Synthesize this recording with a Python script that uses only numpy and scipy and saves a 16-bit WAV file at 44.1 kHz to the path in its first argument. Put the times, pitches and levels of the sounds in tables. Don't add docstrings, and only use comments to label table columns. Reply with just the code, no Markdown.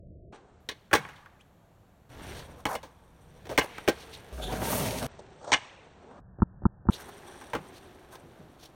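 import sys
import numpy as np
from scipy import signal
from scipy.fft import rfft, irfft, next_fast_len
from scipy.io import wavfile
from scipy.ndimage import map_coordinates

SR = 44100
rng = np.random.default_rng(int(sys.argv[2]) if len(sys.argv) > 2 else 0)


def master(y):
    cut = np.clip(np.atleast_2d(y).T, -1, 1)
    pcm = np.round(cut * 32767)
    wavfile.write(sys.argv[1], SR, pcm.astype(np.int16))


N = 386007
TIME = np.arange(N) / SR

# (pitch [Hz], level [dB])
DECK_NOTES = [(348, 8), (430, 4), (735, -0.5), (838, 8), (1036, 2.5), (1119, 3.5), (1571, 2), (1617, -5),
              (1660, -1.5), (1708, 1.5), (1868, -3.5), (2092, 1.5), (2212, -2), (2546, -6), (2906, -4),
              (3464, -5)]
# (frequency [Hz], level [dB])
RUMBLE_COLOUR = [(25, -3), (45, -3), (70, 2), (120, 0), (190, -3), (260, -21.5)]
ROAR_COLOUR = [(130, -31.5), (220, 1), (403, -1.5), (703, -1), (1100, -7.5), (1600, -12.5), (2080, -35.5)]
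GRIT_COLOUR = [(1200, -11), (1600, -3.5), (2500, -8), (3700, -11), (4700, -14), (6000, -19)]
HISS_COLOUR = [(3800, -35.5), (5000, -8), (6000, -6.5), (7400, 3), (9000, -8), (10500, -4), (13000, -4.5),
               (16000, -10)]


def from_db(db):
    return 10 ** (np.asarray(db) / 20)


def rms_one(x):
    return x / np.sqrt(np.mean(x ** 2) + 1e-20)


def blow_one(x):
    return x / np.sqrt(np.sum(x ** 2) / (.01 * SR) + 1e-20)


def between(start, end):
    return np.clip(np.minimum(TIME - start, end - TIME) / .004 + .5, 0, 1)


def add(out, start_s, x):
    at = max(round(start_s * SR), 0)
    out[at:at + len(x)] += x[:N - at]


def band(x, low_hz, high_hz, order=2):
    edges = [low_hz, min(high_hz, SR / 2 - 1000)]
    return signal.sosfilt(signal.butter(order, edges, "band", fs=SR, output="sos"), x)


def resonance(x, hz, width_hz):
    r = np.exp(-np.pi * width_hz / SR)
    feedback = [1, -2 * r * np.cos(2 * np.pi * hz / SR), r * r]
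    return signal.lfilter(np.array([1, 0, -1]) * (1 - r * r) / 2, feedback, x)


def ring(x, hz, fade_s):
    r, step = 1000 ** (-1 / (fade_s * SR)), 2 * np.pi * hz / SR
    return signal.lfilter([0, np.sin(step)], [1, -2 * r * np.cos(step), r * r], x)


def filtered(x, gain_at):
    size = next_fast_len(N + SR)
    hz = np.arange(size // 2 + 1) * SR / size + 1e-3
    return irfft(rfft(x, size) * gain_at(hz), size)[:N]


def low_pass(x, edge_hz):
    return filtered(x, lambda hz: 1 / np.sqrt(1 + (hz / edge_hz) ** 90))


def coloured(x, colour):
    at, db = np.transpose(colour)
    ends = lambda hz: np.minimum(hz / at[0], 1) ** 2 * np.minimum(at[-1] / hz, 1) ** 4
    return rms_one(filtered(x, lambda hz: from_db(np.interp(np.log(hz), np.log(at), db)) * ends(hz)))


def drift(per_s):
    return np.interp(TIME * per_s, np.arange(SR), rng.standard_normal(SR))


def bumps(per_s, depth_db):
    return from_db(depth_db * drift(per_s))


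def blurred(x, wander_s, per_s):
    return map_coordinates(x, [(TIME + wander_s * drift(per_s)) * SR], order=3)


def grains(size, spread_db):
    noise = rng.standard_normal(size)
    return rms_one(noise * from_db(spread_db * np.clip(rng.standard_normal(size), -2.5, 2.5)))


def bursts(per_s, burst_s):
    count = np.floor(np.cumsum(bumps(per_s, depth_db=5)) * per_s / SR)
    starts = np.diff(count, prepend=0) * rng.random(N) + 1e-9
    loudness = signal.lfilter([1], [1, -np.exp(-1 / (burst_s * SR))], starts)
    return rms_one(loudness * rng.standard_normal(N))


def outdoor_air():
    layers = [(RUMBLE_COLOUR, -58.5), (ROAR_COLOUR, -62.5), (GRIT_COLOUR, -72.5), (HISS_COLOUR, -75.5)]
    return sum(from_db(db) * coloured(rng.standard_normal(N), colour) for colour, db in layers)


def nearness(nearest_s, away_s):
    return 1 / np.hypot(1, (TIME - nearest_s) / away_s)


def rolling_gains(grit_falloff=1.91, rumble_falloff=1.4):
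    # (start [s], end [s], loudest after [s], time to draw away [s],
    # roar [dB], grit [dB], rumble [dB])
    runs = [(0, 0.317, 0.12, 0.65, -58, -107, -48), (0.325, 0.634, 0.01, 0.036, -49, -57, -80),
            (2.093, 2.645, 0.21, 0.12, -47, -47.5, -43.5), (2.642, 3.567, 0.99, 0.24, -57, -59, -49),
            (3.595, 4.353, 0.42, 0.51, -53, -55, -54), (5.051, 5.519, 0.032, 0.37, -54, -60.5, -55),
            (5.506, 6.193, 0.26, 1, -57, -67, -81.5), (6.008, 6.198, 0.18, 0.049, -51, -80.5, -62),
            (6.202, 6.906, 0.25, 0.94, -88, -85.5, -50), (6.902, 8.763, 0.027, 0.99, -51, -55.5, -58)]
    roar = grit = rumble = 0
    for start, end, after_s, away_s, roar_db, grit_db, rumble_db in runs:
        on, near = between(start, end), nearness(start + after_s, away_s)
        roar += on * from_db(roar_db) * near
        grit += on * from_db(grit_db) * near ** grit_falloff
        rumble += on * from_db(rumble_db) * near ** rumble_falloff
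    return roar, grit, rumble


def wheel_hum(flutter_per_s=110, octave_db=-8):
    # (time [s], pitch [Hz])
    hum_pitch = [(0, 265.3), (.35, 404.6), (.6, 383.4), (2.2, 280), (2.45, 519), (5.35, 380.5), (5.5, 703),
                 (6.03, 348.6), (6.2, 640), (6.9, 398.6), (8.75, 323)]
    phase = 2 * np.pi * np.cumsum(np.interp(TIME, *np.transpose(hum_pitch))) / SR
    rough = lambda angle: drift(flutter_per_s) * np.cos(angle) + drift(flutter_per_s) * np.sin(angle)
    return rms_one(rough(phase) + from_db(octave_db) * rough(2 * phase))


def bearing_rattle(chatter):
    # (pitch [Hz], width [Hz], level [dB])
    notes = [(3417, 570, 1), (5840, 160, 4), (8540, 1100, 0), (10000, 400, -6.5)]
    return rms_one(sum(
        from_db(db) * (-1) ** k * resonance(chatter, hz, width) * bumps(per_s=45, depth_db=2.5)
        for k, (hz, width, db) in enumerate(notes)))


def rolling(hiss_db=-9, rattle_db=-6, hum_db=-3, sand_db=-7, sand_per_s=140):
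    roar_gain, grit_gain, rumble_gain = rolling_gains()
    rumble = rumble_gain * coloured(rng.standard_normal(N), RUMBLE_COLOUR)
    roar = coloured(grains(N, spread_db=3.5) * bumps(per_s=140, depth_db=1.5), ROAR_COLOUR)
    roar += from_db(hum_db) * wheel_hum()
    ticks = (rng.random(N) < sand_per_s / SR) * rng.standard_normal(N) + 1e-18
    sand = rms_one(sum(from_db(db) * ring(ticks * rng.choice([-1, 1], N), hz, fade_s=0.01)
                       for hz, db in DECK_NOTES if hz > 1000))
    grit = coloured(grains(N, spread_db=8.5), GRIT_COLOUR) + from_db(sand_db) * sand
    bearings = from_db(hiss_db) * coloured(grains(N, spread_db=6.5), HISS_COLOUR)
    bearings += from_db(rattle_db) * bearing_rattle(bursts(per_s=110, burst_s=0.0079))
    return rumble + (roar_gain * roar + grit_gain * (grit + bearings)) * bumps(per_s=61, depth_db=0.9)


def clacks(click=4.8, rise_s=.0005, detune=0.0016, sharpness=5.3, loss_db_per_octave=6):
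    # (time [s], level [dB], main pitch [Hz],
    # body above level [dB], crack above level [dB], rattle fade time [s])
    hits = [(0.6886, -31, 3930, -5.5, -5, .06), (0.712, -42.5, 3800, 0.5, -10, 0.069),
            (.912, -36.5, 1440, 1, -12.5, 0.11), (0.9304, -15, 1540, -2, -10, 0.039),
            (0.9359, -18.5, 1140, -1, -3, 0.035), (0.9493, -30, 840, 9, 3, 0.037),
            (0.9525, -22.5, 1610, -2, -3, 0.096), (1.0498, -41.5, 1500, -6, -20, 0.02),
            (1.088, -44.5, 1570, -3, -8, 0.081), (1.158, -54, 3600, 1, -5, 0.2),
            (1.2595, -50, 1383, -11, -14, 0.024), (2.654, -25, 905, -0.5, -6.5, 0.029),
            (2.664, -31.5, 890, 0, -4.5, 0.059), (2.752, -34.5, 2270, 3.5, -1.5, 0.07),
            (2.83, -44, 890, 4.5, -2, .17), (3.454, -47.5, 800, 6, -5, 0.054),
            (3.469, -46, 645, 4, -6, 0.036), (3.492, -35.5, 698, 7, -4, 0.35),
            (3.577, -16, 2050, -4, -8.5, 0.023), (3.585, -20, 1040, 3, -3, 0.035),
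            (3.592, -24.5, 2290, -3, -1.5, 0.04), (3.609, -28.5, 2500, -4, -19.5, .07),
            (3.782, -38, 1400, 0, -7, 0.027), (3.877, -22.5, 1570, 5.5, -7, 0.075),
            (3.885, -21, 404, 4.5, -4.5, 0.032), (3.892, -25, 426, 0, -4.5, 0.048),
            (4.523, -32.5, 640, 5.5, -5.5, 0.18), (4.618, -35.5, 1010, 7.5, -16, .12),
            (5.5185, -18.5, 824, -5, -4, 0.084), (5.5289, -16.5, 2098, -16, -3, 0.046),
            (5.5358, -17, 3200, -19, -3.5, 0.047), (5.5437, -24, 2180, -8.5, -5.5, 0.02),
            (7.412, -47, 946, -1.5, -7, .1), (7.5333, -29, 910, 1.5, -11, 0.083),
            (7.55, -30.5, 1200, 5.5, -8, 0.081), (8.154, -49.5, 900, 2.5, 0.5, 0.051)]
    out, t = np.zeros(N), np.arange(SR // 4) / SR
    for start, level_db, main_hz, body_db, crack_db, fade_s in hits:
        force = grains(len(t), spread_db=1.0) * 1000 ** (-t / fade_s) * (1 - np.exp(-t / rise_s))
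        force[round(rise_s * SR)] += click
        tuning = 1 + detune * rng.standard_normal(len(DECK_NOTES))
        notes = 0
        for k, (hz, db) in enumerate(DECK_NOTES):
            weight_db = body_db * (hz < 600)
            loss_db = loss_db_per_octave * abs(np.log2(hz / main_hz))
            note = ring(force, hz * tuning[k], fade_s=.06)
            notes += from_db(db + weight_db - loss_db) * (-1) ** k * note
        main = resonance(force, main_hz, main_hz / sharpness)
        main = band(main, main_hz / 2, main_hz * 2, order=1)
        wood = band(force, 560, 2600, order=3)
        body = band(force, 274, 610)
        thump = band(force, 41, 180)
        crack = band(band(force, 3000, 17000), 2000, 5500, order=1)
        crack += from_db(-13) * band(force, 11000, 17000)
        parts = [(notes, -2), (main, -2), (wood, -6),
                 (body, body_db), (thump, body_db - 11), (crack, crack_db)]
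        add(out, start, sum(from_db(level_db + db) * blow_one(part) for part, db in parts))
    return out


def yard_echoes(x, swell_s=0.014):
    # (delay [s], level [dB])
    echoes = [(.019, -20.5), (.033, -21)]
    # (middle of the band [Hz], level [dB], fade time [s])
    tree_bands = [(500, -29.5, .4), (1000, -21, 1), (2020, -24, 1), (3280, -25, 1), (5200, -27, 0.88),
                  (10000, -22.5, 0.74)]
    response, t = np.zeros(SR), np.arange(SR) / SR
    for hz, level_db, fade_s in tree_bands:
        swell = (1 - np.exp(-t / swell_s)) * 1000 ** (-t / fade_s)
        noise = band(rng.standard_normal(SR), hz / np.sqrt(2), hz * np.sqrt(2))
        response += from_db(level_db) * noise * swell / np.linalg.norm(swell)
    out = blurred(signal.fftconvolve(x, response)[:N], wander_s=0.00065, per_s=130)
    dull = band(x, 300, 6700, order=1)
    for delay, level_db in echoes:
        add(out, delay, from_db(level_db) * dull)
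    return out


def low_thumps(fade_s=0.36):
    # (time [s], level [dB])
    thumps = [(.972, -35.5), (2.655, -34), (4.523, -27.5), (4.62, -39), (4.797, -23.5), (7.549, -34.5),
              (8.232, -42.5), (8.395, -40.5)]
    out, t = np.zeros(N), np.arange(SR // 4) / SR
    for start, level_db in thumps:
        noise = rng.standard_normal(len(t)) * 1000 ** (-t / fade_s)
        thump = band(resonance(noise, hz=150, width_hz=70), 38, 670)
        add(out, start, from_db(level_db) * blow_one(thump))
    return out


def squeaks(turn_s=0.034, loss_db_per_turn=4.5):
    # (time [s], length [s], first pitch [Hz], last pitch [Hz], level [dB],
    # wobble [share of the pitch], wheel turns [count])
    squeals = [(1.388, 0.041, 1750, 4040, -61, .07, 1), (4.408, 0.063, 3360, 3680, -40, 0.1, 3),
               (6.915, 0.0457, 3900, 3620, -42.5, 0.11, 1)]
    # (multiple of the pitch [times], level [dB])
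    tones = [(1, -12), (2, -23), (3, -23.5)]
    out = np.zeros(N)
    for start, length, first_hz, last_hz, level_db, wobble, turns in squeals:
        t = np.arange(round(length * SR)) / SR
        for turn in range(turns):
            jitter = np.interp(t * 2000, np.arange(1000), rng.standard_normal(1000))
            grip = np.interp(t * 2000, np.arange(1000), rng.standard_normal(1000))
            hz = first_hz * (last_hz / first_hz) ** (t / length) * (1 + wobble * jitter)
            phase = 2 * np.pi * np.cumsum(hz) / SR
            tone = (1 + .5 * grip) * sum(from_db(db) * np.sin(k * phase) for k, db in tones)
            squeal = rms_one(np.hanning(len(t)) * tone)
            add(out, start + turn * turn_s, from_db(level_db - turn * loss_db_per_turn) * squeal)
    return out


def scrapes(sharpness=1.84, body_db=-9):
    # (time [s], length [s], level [dB], main pitch [Hz], grit above level [dB])
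    slides = [(2.331, 0.099, -55, 3530, -8), (2.562, 0.06, -55, 779, -5), (2.662, .11, -35.5, 680, -8.5),
              (3.494, 0.048, -37.5, 473, -17), (3.587, .085, -42, 567, -6.5), (3.68, 0.15, -51, 1850, -23),
              (3.94, .12, -55, 3380, -7), (4.108, 0.063, -48.5, 3040, -8), (5.18, .03, -49.5, 420, -8),
              (5.391, 0.21, -42, 550, -7), (6.917, 0.059, -48, 4000, -10), (6.967, .065, -50.5, 1150, 0),
              (7.057, 0.057, -49.5, 835, -6), (7.718, 0.081, -59.5, 3320, -0.5),
              (8.107, 0.055, -51, 900, -2.5), (8.583, 0.1, -59, 3500, 1)]
    out, chatter = np.zeros(N), bumps(per_s=190, depth_db=3.0)
    for start, length, level_db, hz, grit_db in slides:
        size, width_hz = round(length * SR), 2 * hz / sharpness
        pressure = np.sin(np.pi * np.linspace(0, 1, size) ** 1.3)
        slips = grains(SR // 4, spread_db=5.0)[:size] * pressure
        main = rms_one(resonance(resonance(slips, hz, width_hz), hz, width_hz))
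        body = from_db(body_db) * rms_one(band(slips, 140, 1100))
        grit = from_db(grit_db) * rms_one(band(slips, 1100, 10000, order=1))
        add(out, start, from_db(level_db) * (main + body + grit))
    return out * chatter


def free_wheels(fade_s=0.036):
    # (start [s], end [s], deck rattle [dB], bearing rattle [dB])
    spins = [(2.9, 3.45, -73, -75.5), (6.943, 7.519, -55.5, -59.5)]
    knocks = bursts(per_s=62, burst_s=.009)
    deck = rms_one(sum(from_db(db) * (-1) ** k * ring(knocks, hz, fade_s)
                       for k, (hz, db) in enumerate(DECK_NOTES) if 600 < hz < 2000))
    bearings = bearing_rattle(knocks)
    return sum(between(start, end) * (from_db(deck_db) * deck + from_db(bearing_db) * bearings)
               for start, end, deck_db, bearing_db in spins)


def pass_gains(start_s, nearest_s, fade_in_s=0.25, distance_m=0.3, speed_m_per_s=2.75):
    # (peak level [dB],
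    # steepness of the fall with distance [power], delay of the peak [s], depth of the fade-in [dB])
    layers = [(-31, 0.76, 0.06, 6), (-30, 0.37, 0.028, 11), (-33.5, 1.09, 0.039, 5.5),
              (-32, 3.9, -0.025, 20)]
    fade = np.clip((TIME - start_s) / fade_in_s - 1, -1, 0)
    away_s = distance_m / speed_m_per_s
    return [from_db(db + fade_db * fade) * nearness(nearest_s + delay, away_s) ** falloff
            for db, falloff, delay, fade_db in layers]


def close_pass(start_s=4.325, nearest_s=4.77, end_s=5.067, stones_db=-46, drone_hz=60.3, drone_db=-37):
    # (pitch [Hz], width [Hz], level [dB])
    wheel_notes = [(392, 100, 0.5), (489, 29, 3.5), (554, 40, 1), (635, 27, 6), (746, 25, 3.5),
                   (937, 97, -2), (1195, 170, -9), (1610, 190, -9)]
    # (frequency [Hz], level [dB])
    rumble_colour = [(30, -28), (70, -20), (110, 8), (170, 0), (260, 2.5), (340, -26)]
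    hiss_colour = [(880, -19), (1500, -15), (1870, 5.5), (3410, 3.5), (6240, 2), (9470, 2), (12600, -4),
                   (15700, -6)]
    rumble_gain, roar_gain, hiss_gain, sizzle_gain = pass_gains(start_s, nearest_s)
    ground = bursts(per_s=90, burst_s=.005) + grains(N, spread_db=6.0)
    roar = sum(from_db(db) * (-1) ** k * resonance(ground, hz, width) * bumps(per_s=25, depth_db=3.0)
               for k, (hz, width, db) in enumerate(wheel_notes))
    roar = blurred(rms_one(roar), wander_s=0.00042, per_s=40)
    rumble = coloured(ground, rumble_colour)
    snaps = rms_one(band(bursts(per_s=50, burst_s=.002), 1500, 5000, order=1))
    stones = from_db(stones_db) * snaps * between(nearest_s, end_s)
    hiss = coloured(grains(N, spread_db=2.0), hiss_colour) * bumps(per_s=59, depth_db=2.0)
    sink_db = 7 * np.clip((TIME - start_s - 0.24) / .15, 0, 1)
    phase = 2 * np.pi * np.cumsum(drone_hz * bumps(per_s=26, depth_db=1.0)) / SR
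    drone = from_db(drone_db - sink_db) * rms_one(np.sin(phase))
    sizzle = rms_one(band(grains(N, spread_db=8.0), 6800, 15400))
    wheels = rumble_gain * rumble + roar_gain * roar + hiss_gain * hiss + sizzle_gain * sizzle
    return (wheels + stones + drone) * between(start_s, end_s)


def air_puff(t, middle_s, width_s):
    u = (t - middle_s) / width_s
    return -u * np.exp((1 - u * u) / 2)


def landing_thuds(bend_s=.0028, rebound_s=0.00716, rebound=1.18, knock_db=-4):
    # (time [s], level [dB])
    thuds = [(6.4202, -8.5), (6.6539, -8.5), (6.8874, -8)]
    # (pitch [Hz], level [dB], fade time [s])
    knock_notes = [(913, 9.5, 0.016), (1330, 8, 0.014)]
    out, t = np.zeros(N), np.arange(SR // 10) / SR
    bend = air_puff(t, bend_s, width_s=0.00095)
    bend -= rebound * air_puff(t, bend_s + rebound_s, width_s=0.0012)
    blow = band(signal.unit_impulse(len(t)), 600, 1700)
    knock = sum(from_db(db) * (-1) ** k * ring(blow, hz, fade_s)
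                for k, (hz, db, fade_s) in enumerate(knock_notes))
    knock = from_db(knock_db) * knock / np.abs(knock).max()
    touch = blow_one(band(rng.standard_normal(len(t)) * 1000 ** (-t / 0.13), 80, 400))
    settle = air_puff(t, .004, width_s=0.0026)
    steps = [(-.034, -31, touch), (-.0175, -21, settle), (0, 0, bend + knock), (.009, -13, knock)]
    for start, level_db in thuds:
        for offset_s, db, sound in steps:
            add(out, start + offset_s, from_db(level_db + db) * sound)
    return out


def scene():
    tricks = clacks() + scrapes() + squeaks() + low_thumps()
    mix = tricks + yard_echoes(tricks) + rolling() + free_wheels() + close_pass()
    return (mix + landing_thuds() + outdoor_air())[None]


def record(dry):
    # (frequency [Hz], half width [Hz], level [dB])
    dips = [(4960, 230, -5), (7480, 640, -5), (10300, 400, -2.5)]
    # (start [s], end [s], top edge [Hz])
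    muffled = [(0, 0.322, 700), (0.323, 0.602, 8900), (5.086, 6.203, 8580), (6.205, 6.892, 1832)]
    dip_gain = lambda hz: from_db(sum(db / (1 + ((hz - at) / width) ** 4) for at, width, db in dips))
    out = filtered(dry[0], dip_gain)
    out = 0.59 * np.tanh(out / 0.79)
    for start, end, edge_hz in muffled:
        out += between(start, end) * (low_pass(out, edge_hz) - out)
    return low_pass(out, edge_hz=16100)[None]


dry = scene()
out = record(dry)
master(out)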